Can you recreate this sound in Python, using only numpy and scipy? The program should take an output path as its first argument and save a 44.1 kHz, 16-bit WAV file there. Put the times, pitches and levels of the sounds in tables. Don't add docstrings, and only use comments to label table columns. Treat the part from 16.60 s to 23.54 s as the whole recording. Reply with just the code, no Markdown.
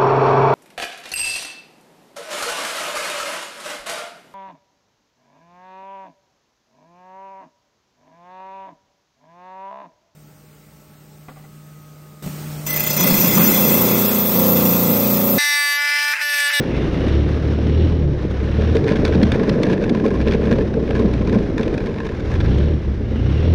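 import sys
import numpy as np
from scipy import signal
from scipy.fft import rfft, irfft
from scipy.io import wavfile
from scipy.ndimage import uniform_filter1d

SR = 44100
rng = np.random.default_rng(int(sys.argv[2]) if len(sys.argv) > 2 else 0)


def store_wav(level_fs):
    pcm = np.round(np.clip(np.atleast_2d(level_fs), -1, 1) * 32767)
    wavfile.write(sys.argv[1], SR, pcm.T.astype(np.int16))


N = 306054

CRUISE_HZ = 33.2


def gain_of(db):
    return 10 ** (np.asarray(db) / 20)


def evened(x):
    return x / np.sqrt(np.mean(x ** 2) + 1e-20)


def peaked(x):
    return x / abs(x).max()


def noise():
    return rng.standard_normal(N)


def smoothed(x, size):
    return uniform_filter1d(uniform_filter1d(x, size), size)


def drift(seconds):
    return evened(smoothed(noise(), max(round(seconds * SR), 2)))


def curves(rows):
    s, *columns = np.transpose(rows)
    return [np.interp(np.arange(N) / SR, s, column) for column in columns]


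def shaped(x, points):
    f, db = np.transpose(points)
    hz = np.fft.rfftfreq(len(x), 1 / SR)
    gain = gain_of(np.interp(np.log(hz + 1), np.log(f), db, -90, -90))
    return irfft(rfft(x) * gain, len(x))


def coloured(x, points):
    return evened(shaped(x, points))


def ring(modes, tilt_db, detune, length):
    hz, db, t60_s = np.transpose(modes)[:, :, None]
    t = np.arange(length) / SR
    level = gain_of(db + tilt_db * np.log2(hz / hz.mean()) - 60 * t / abs(t60_s))
    return (level * np.sin(2 * np.pi * hz * detune[:, None] * t)).sum(0)


def struck(force, modes, tilt_db, detune, length):
    return signal.oaconvolve(force, ring(modes, tilt_db, detune, length))


def add(mix, s, sound):
    part = mix[round(s * SR):][:len(sound)]
    part += sound[:len(part)]


# pitch_hz, level_db (per Hz)
WIND_SPECTRUM = [(10, -15), (30, -1), (50, -6), (100, -5.5), (200, -9.5), (300, -48.5)]


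def wind():
    level_db = -26 + 0.42 * (curves(FIRING_RATE)[0] - CRUISE_HZ)
    return gain_of(level_db + drift(0.04)) * coloured(noise(), WIND_SPECTRUM)


# time_s, firing_hz, level_db
SECOND_MOPED = [(6.17, 34.0, -50), (6.26, 34.6, -23), (6.42, 36.5, -25), (6.6, 37.0, -24), (6.7, 37.0, -50)]
# order (multiple of the firing rate), level_db
SECOND_MOPED_ORDERS = [(2, -1), (3, -12.5), (6, -7)]


def second_moped():
    firing_hz, level_db = curves(SECOND_MOPED)
    t = np.arange(N) / SR
    turns = np.cumsum(firing_hz) / SR
    heard = (t > SECOND_MOPED[0][0]) & (t < SECOND_MOPED[-1][0])
    tones = np.zeros(N)
    for order, db in SECOND_MOPED_ORDERS:
        tones += gain_of(db + 2 * drift(0.031)) * np.sin(2 * np.pi * order * turns)
    return np.sqrt(2) * heard * gain_of(level_db) * tones


# time_s, level_db
GROUND = [(1.75, -24), (2.0, -19.5), (2.26, -20.5), (3.3, -17), (4.0, -14.5), (4.08, -31), (4.2, -21),
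          (4.45, -13), (4.6, -33), (4.74, -16.5), (4.91, -28), (5.16, -20.5), (5.3, -20.5), (5.5, -23),
          (5.75, -30.5), (6.1, -19)]


def shake():
    smooth_before, smooth_after = (GROUND[0][0] - .1, -70), (GROUND[-1][0] + .1, -70)
    level_db = curves([smooth_before] + list(GROUND) + [smooth_after])[0]
    surge = np.clip(drift(0.011), -2, 1.2)
    rise_s, lead_s = 0.022, 0.011
    t = np.arange(8000) / SR
    swell = np.full(N, 0.49)
    for s, db, _ in BUMPS:
        add(swell, s - lead_s, 0.5 * gain_of(db + 0.5) * t / rise_s * np.exp(1 - t / rise_s))
    frame_gain = swell * gain_of(level_db + 0.4 * surge)
    panel_gain = swell ** 0.43 * gain_of(level_db - 20.5 + 0.5 * surge)
    return frame_gain, panel_gain


def jolts():
    frame_gain, panel_gain = shake()
    strength = gain_of(2.1 * np.minimum(rng.exponential(1, N), 2.5))
    knocks = noise() * strength * (rng.random(N) < 900 / SR)
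    frame = struck(knocks, FRAME_MODES, 0.33, np.ones(len(FRAME_MODES)), 5000)[:N]
    frame = coloured(frame, SEAT_AND_TYRES)
    some_knocks = abs(knocks) * (rng.random(N) < .3)
    chatter = noise() * abs(smoothed(some_knocks, 120))
    panel = evened(struck(chatter, PANEL_MODES, -9.5, np.ones(len(PANEL_MODES)), 2200)[:N])
    contacts = evened(np.diff(chatter, prepend=0))
    return frame_gain * frame + panel_gain * (panel + gain_of(-6.5) * contacts)


# start_s, length_s, level_db (rms of the ring),
# brightness (dB per octave)
BUZZ_RUNS = [(2.243, 0.12, -31.5, -4), (2.352, 0.028, -33, -3), (2.401, 0.013, -39.5, -6),
             (2.449, 0.054, -34, 4), (2.523, 0.039, -33.5, -4), (2.73, 0.042, -30.5, -8),
             (2.873, 0.022, -37, 0), (2.921, 0.04, -38.5, -12.5), (3.032, 0.056, -36, -10),
             (3.069, 0.098, -34.5, -2.5), (3.198, .065, -35, -3), (3.434, 0.032, -30.5, -22),
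             (3.527, 0.039, -33.5, -18.5), (3.6, 0.037, -36.5, -3), (3.661, 0.028, -33, 1),
             (3.714, 0.05, -33, -4.5), (3.852, 0.013, -35.5, -2), (3.907, 0.035, -30, -1),
             (3.978, 0.015, -40, -13.5), (4.305, 0.0084, -29, -1), (4.338, 0.058, -36, -7),
             (4.387, 0.027, -31.5, -21), (4.606, 0.022, -36, -13.5), (4.664, 0.025, -34.5, -7),
             (4.729, 0.046, -34, -5.5), (4.988, 0.017, -32, -8), (5.439, 0.043, -38.5, -15),
             (5.508, 0.022, -41, -17.5), (5.691, 0.053, -37.5, -12), (5.743, 0.024, -37, 6),
             (5.797, 0.027, -34.5, 8), (5.853, 0.014, -39, 4)]


def buzzes():
    out = np.zeros(N)
    for s, length_s, db, tilt_db in BUZZ_RUNS:
        size = round(length_s * SR)
        touch, chance = rng.standard_normal(6000), rng.random(6000)
        contacts = (chance < 1700 / SR) * abs(touch[::-1])
        force = touch * uniform_filter1d(contacts, size=60)
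        force = force[:size] * signal.windows.tukey(size, 0.9)
        detune = rng.uniform(0.927, 1.03, len(PANEL_MODES))
        panel = struck(force, PANEL_MODES, tilt_db, detune, 1500)
        add(out, s, gain_of(db) * panel / np.std(panel[:size]))
        add(out, s, gain_of(db - 8.5) * evened(np.diff(force)))
    return out


# time_s (just after first contact), level_db (peak of the ring),
# brightness (dB per octave)
SLAPS = [(0.165, -24, 12), (0.4825, -20.5, 7), (1.712, -30, 22), (2.153, -21, 17), (2.1675, -15.5, 8),
         (2.242, -22.5, 6), (2.256, -32, -3), (2.2804, -17, 2), (2.291, -19.5, 1.5), (2.318, -23, 10),
         (2.3565, -19.5, -6.5), (2.451, -10, 6), (2.4784, -18, 4.5), (2.5246, -19, -15), (2.553, -19, 7),
         (2.6305, -10, 16), (2.669, -22, -15), (2.7191, -10, 11), (2.7463, -30, -7), (2.7954, -21, -15),
         (2.8343, -19.5, -14), (2.8716, -26.5, -3.5), (2.8941, -14, 5), (3.0324, -11.5, 9),
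         (3.1042, -25, 1.5), (3.131, -14.5, -9), (3.2385, -26.5, 2), (3.295, -18.5, 13), (3.349, -17, -9),
         (3.3979, -19.5, -20), (3.462, -19, 7), (3.481, -23, 6.5), (3.5052, -22, -3), (3.6823, -18.5, 0),
         (3.7106, -20, 10.5), (3.721, -16.5, -3.5), (3.748, -21.5, -8), (3.8524, -31.5, 10),
         (3.886, -30.5, -4), (3.9119, -17, 4), (3.986, -23.5, -1), (4.14, -23, -10), (4.3025, -29, -13),
         (4.3521, -19, -5), (4.394, -24.5, 8), (4.4577, -26, -4), (4.5374, -20.5, -2), (4.695, -20, 0),
         (4.727, -21, -1), (4.786, -27, 1), (4.9798, -16, 1.5), (5.0102, -21.5, 5.5), (5.031, -20, 6),
         (5.0791, -18.5, -5), (5.1412, -24, 10), (5.1784, -21.5, 5), (5.204, -23.5, -3.5),
         (5.2602, -23.5, 10), (5.269, -22, -0.5), (5.3415, -27.5, 0), (5.3846, -24, -10),
         (5.4023, -18.5, -12), (5.452, -27.5, -0.5), (5.467, -23.5, 8), (5.49, -22.5, -13),
         (5.519, -32.5, 13), (5.55, -32.5, 9), (5.604, -27.5, 2), (5.7395, -21, -1), (5.757, -25.5, -13),
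         (5.8075, -26, 2), (5.848, -26.5, -1), (5.887, -33, -6), (5.9835, -23.5, 21.5)]
# pitch_hz, level_db, t60_s
PANEL_MODES = [(1042, -7, 0.034), (1723, 5, 0.012), (2345, 11, 0.0036), (3448, 1.5, 0.0046),
               (4300, -15, 0.0049), (6200, -18.5, 0.0022)]


def rattles():
    out, t = np.zeros(N), np.arange(3000) / SR
    lead_s = .0018
    burst = (t / .0014) ** 2 * np.exp(-t / .0014)
    rebounds = .11 * np.exp(-t / .012) * (t > lead_s)
    fade = burst + rebounds
    for s, db, tilt_db in SLAPS:
        force = rng.standard_normal(len(t)) * fade
        detune = rng.uniform(.95, 1.05, len(PANEL_MODES))
        panel = struck(force, PANEL_MODES, max(tilt_db, -8), detune, 1500)
        add(out, s - lead_s, gain_of(db) * peaked(panel))
        crack = peaked(np.diff(force * fade ** 0.8))
        crack_db = db - 4 + .4 * min(tilt_db, 6)
        add(out, s - lead_s, gain_of(crack_db) * crack)
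    return out


# time_s (just after the force begins), level_db (peak before the seat and
# tyres dull it), pitch_hz (sets the lean towards higher or lower modes)
BUMPS = [(1.984, -9.5, 452), (2.019, -16.5, 387), (2.15, -3.5, 432), (2.254, -9, 377), (2.312, -8, 427),
         (2.43, -6, 428), (2.485, -7, 500), (2.549, -1, 222), (2.589, -8, 179), (2.623, 1, 211),
         (2.751, -4.5, 273), (2.808, -5, 205), (2.875, -6.5, 428), (2.911, -4.5, 184), (2.958, -6, 223),
         (3.001, -7, 216), (3.068, -5.5, 218), (3.117, -5.5, 194), (3.217, -6, 438), (3.305, -3, 216),
         (3.4, -19.5, 184), (3.455, -5, 424), (3.668, -6.5, 436), (3.741, -7, 388), (3.793, -11, 437),
         (3.838, -17, 181), (3.913, -2, 176), (3.982, -3.5, 203), (4.143, -9.5, 215), (4.169, -8.5, 402),
         (4.3, -11.5, 453), (4.395, -3.5, 232), (4.444, -5, 210), (4.604, -7, 195), (4.722, -6, 226),
         (4.757, -2.5, 220), (4.998, -4.5, 245), (5.065, -7, 195), (5.126, -4, 207), (5.145, -9.5, 234)]
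# pitch_hz, level_db, t60_s
FRAME_MODES = [(142, -20, 0.03), (194, -7, 0.28), (222.6, 9.5, 0.072), (306, 4, 0.047), (397.2, 0, 0.084),
               (435, 1.5, 0.082), (526, -21, 0.078)]
# pitch_hz, level_db
SEAT_AND_TYRES = [(5, -24), (600, 3), (720, -5.5), (1500, -11.5), (22050, -55)]


def thumps():
    out, t = np.zeros(N), np.arange(1500) / SR
    for s, db, pitch_hz in BUMPS:
        tilt_db = 20.5 * np.log2(pitch_hz / 278)
        shudder = uniform_filter1d(rng.standard_normal(len(t)), size=12)
        force = shudder * (t / .004) ** 2 * np.exp(-t / .004)
        detune = rng.uniform(1.0, 1.03, len(FRAME_MODES))
        sound = struck(force, FRAME_MODES, tilt_db, detune, 5000)
        add(out, s - .003, gain_of(db) * peaked(sound))
    return shaped(out, SEAT_AND_TYRES)


# pitch_hz, level_db
COVER_RESONANCES = [(2130, -3), (2800, 1.5), (3500, -6), (1770, -9.5)]
# time_s, level_db
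WHIRR_LEVEL = [(0, -53), (.15, -35.5), (.3, -45), (.5, -42), (.65, -52.5), (1.5, -63), (6.4, -57.5),
               (6.65, -47), (6.85, -45), (6.94, -56)]


def whirr():
    pole = np.exp(-np.pi * 420 / SR)
    out = np.zeros(N)
    for hz, db in COVER_RESONANCES:
        wandering_hz = hz * (1 + 0.025 * drift(0.092))
        carrier = np.exp(2j * np.pi * np.cumsum(wandering_hz) / SR)
        band = noise() / carrier
        for _ in range(2):
            band = signal.lfilter([1 - pole], [1, -pole], band)
        out += gain_of(db + 2.2 * drift(.025)) * evened((carrier * band).real)
    return gain_of(curves(WHIRR_LEVEL)[0]) * evened(out)


def boom_db(hz):
    return 9.5 * np.exp(-(np.log2(hz / 104) / 0.27) ** 2)


# time_s, firing_hz
FIRING_RATE = [(0.0, 27.5), (0.17, 29.5), (0.35, 30.3), (0.54, 36.2), (0.7, 36.8), (1.02, 36.9),
               (1.22, 40.0), (1.32, 41.2), (1.48, 35.8), (1.61, 34.2), (1.75, 32.6), (1.97, 37.8),
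               (2.14, 39.2), (2.23, 46.0), (2.32, 37.8), (2.72, 39.6), (2.92, 33.5), (3.25, 29.8),
               (3.5, 29.2), (3.7, 34.5), (4.09, 33.7), (4.85, 27.2), (5.72, 17.9), (5.83, 25.0),
               (5.9, 30.6), (5.97, 34.5), (6.1, 39.0), (6.2, 36.0), (6.38, 28.2), (6.56, 26.5),
               (6.64, 29.6), (6.76, 37.8), (6.87, 42.0), (6.94, 43.0)]
# time_s, level_db
CRANK_LEVEL = [(0.0, -43.5), (0.12, -25), (0.35, -26), (0.54, -14.5), (0.75, -21), (1.0, -17.5),
               (1.08, -16), (1.22, -13), (1.3, -15.5), (1.4, -16.5), (1.6, -25.5), (1.97, -17),
               (2.12, -15.5), (2.22, -26.5), (2.29, -28.5), (2.5, -19), (2.7, -18), (2.78, -35),
               (3.47, -37), (3.6, -18), (3.72, -22), (3.94, -26.5), (4.6, -21), (5.4, -41), (5.72, -29),
               (5.82, -22), (5.92, -14.5), (6.08, -15.5), (6.15, -16.5), (6.21, -27.5), (6.36, -27),
               (6.58, -24.5), (6.64, -18.5), (6.72, -17.5), (6.94, -12.5)]
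# time_s, third_db, fourth_db
THIRD_AND_FOURTH = [(0.3, -8, -7), (0.5, -5, -13), (0.9, -5, -8), (1.3, -11, -15), (1.5, -5, -2),
                    (1.8, -8, -12), (2.1, -5, -14), (2.4, -18, -12), (4.6, -10, -5), (5.78, 2, 6),
                    (5.92, -4, -4), (6.1, -11, -12), (6.65, -1, 1), (6.8, -9, -13)]
# order, level_db
OTHER_ORDERS_LEVEL = [(1, -22.5), (5, -21), (6, -14), (9, -18), (10, -18)]


def firing_tones(firing_hz, crank_db, turns):
    gaining_hz_s = uniform_filter1d(np.gradient(firing_hz) * SR, size=2000)
    load_db = crank_db + 0.0535 * gaining_hz_s - 0.51 * (firing_hz - CRUISE_HZ)
    third_db, fourth_db = curves(THIRD_AND_FOURTH)
    phase = 2 * np.pi * turns
    tones = gain_of(crank_db + .6 * drift(.03)) * np.sin(2 * phase)
    tones += gain_of(crank_db + third_db + drift(.04)) * np.sin(3 * phase + 1.3)
    tones += gain_of(crank_db + fourth_db + 1.5 * drift(.04)) * np.sin(4 * phase + 3.4)
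    for order, db in OTHER_ORDERS_LEVEL:
        level_db = load_db + db + boom_db(order * firing_hz) + 2 * drift(0.091)
        tones += gain_of(level_db) * np.sin(order * phase + 0.88 * order + 0.46 * drift(0.025))
    return np.sqrt(2) * tones


# pitch_hz, level_db, t60_s
VALVE_MODES = [(6880, -0.5, 0.026), (4900, -3.5, 0.011), (1586, 9, 0.02)]


def valve_ticks(firing_hz, turns):
    ticks = np.diff(np.floor(2 * turns), prepend=0) * gain_of(2 * noise())
    valve = struck(ticks, VALVE_MODES, 0, np.ones(len(VALVE_MODES)), 800)[:N]
    return gain_of(-41.5 - 1.2 * (firing_hz - 14.5)) * evened(valve)


# time_s, roar_db (exhaust and drive), clatter_db
RIDE_LEVELS = [(0.0, -20, -35.5), (0.44, -19, -33.5), (0.79, -21.5, -36.5), (1.25, -21.5, -36.5),
               (1.51, -22, -41), (1.8, -27.5, -37.5), (2.01, -29, -34), (2.2, -19, -36.5), (2.94, -20, -35),
               (3.32, -18.5, -40), (3.75, -23.5, -37), (4.14, -22, -40), (4.52, -21, -38.5),
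               (5.04, -21, -39), (5.45, -28.5, -42.5), (5.91, -20.5, -36), (6.22, -28, -42),
               (6.47, -27.5, -42), (6.73, -24, -36), (6.94, -19.5, -39)]
# pitch_hz, level_db (per Hz)
ROAR_SPECTRUM = [(60, -27), (100, -3.5), (150, -3.5), (220, -4), (320, -3.5), (420, -6), (560, -12),
                 (680, -22.5), (1200, -37), (2000, -83.5)]
# pitch_hz, level_db (per Hz)
CLATTER_SPECTRUM = [(500, -7.5), (700, 1), (900, -2), (1270, -2.5), (1700, -2.5), (2200, -5.5),
                    (3000, -12.5), (3730, -11.5), (4600, -18), (5550, -18), (6200, -19.5), (8000, -21),
                    (15500, -15)]
# pitch_hz, level_db (per Hz)
WHINE_SPECTRUM = [(1600, -28), (2200, -11), (2900, -2), (3730, -7.5), (4200, -9), (5200, -27.5),
                  (5550, -7.5), (5800, -24)]


def engine():
    firing_hz, crank_db = curves(FIRING_RATE) + curves(CRANK_LEVEL)
    roar_db, clatter_db = curves(RIDE_LEVELS)
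    turns = np.cumsum(firing_hz * (1 + .004 * drift(.03))) / SR
    puff = np.exp(-(turns % 1) / 0.23)
    strength = gain_of(11.7 * np.minimum(rng.standard_normal(400), 1.4))[turns.astype(int)]
    roar = (3.2 + strength * puff) * gain_of(0.24 * drift(0.016)) * noise()
    clatter = (1 + .5 * puff) * gain_of(drift(.006) + 1.1 * drift(.03)) * noise()
    whine = (1 + puff) * noise()
    whine_db = clatter_db - 8.5 + 1.5 * (crank_db + 16)
    out = firing_tones(firing_hz, crank_db, turns) + valve_ticks(firing_hz, turns)
    out += gain_of(roar_db) * coloured(roar, ROAR_SPECTRUM)
    out += gain_of(clatter_db) * coloured(clatter, CLATTER_SPECTRUM)
    return out + gain_of(whine_db) * coloured(whine, WHINE_SPECTRUM)


def scene():
    background = wind() + second_moped()
    rough_road = jolts() + buzzes() + rattles() + thumps()
    return (background + rough_road + whirr() + engine())[None]


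# pitch_hz, level_db
MICROPHONE_RESPONSE = [(8, -25), (28, -1), (5800, -1), (6600, -8.5), (7100, -15), (8000, -18.5),
                       (9200, -15.5), (9900, -23), (10450, -21.5), (11100, -32), (12200, -27.5),
                       (13200, -35.5), (14200, -35), (22050, -33.5)]


def record(dry):
    running = np.pad(dry[0], (2000, 2006), "reflect")
    heard = shaped(0.92 * np.tanh(running / 0.88), MICROPHONE_RESPONSE)[None]
    band_limit = signal.firwin(511, 15100, window=("kaiser", 9), fs=SR)[None]
    return signal.oaconvolve(heard, band_limit, "same")[:, 2000:-2006]


dry = scene()
out = record(dry)
store_wav(out)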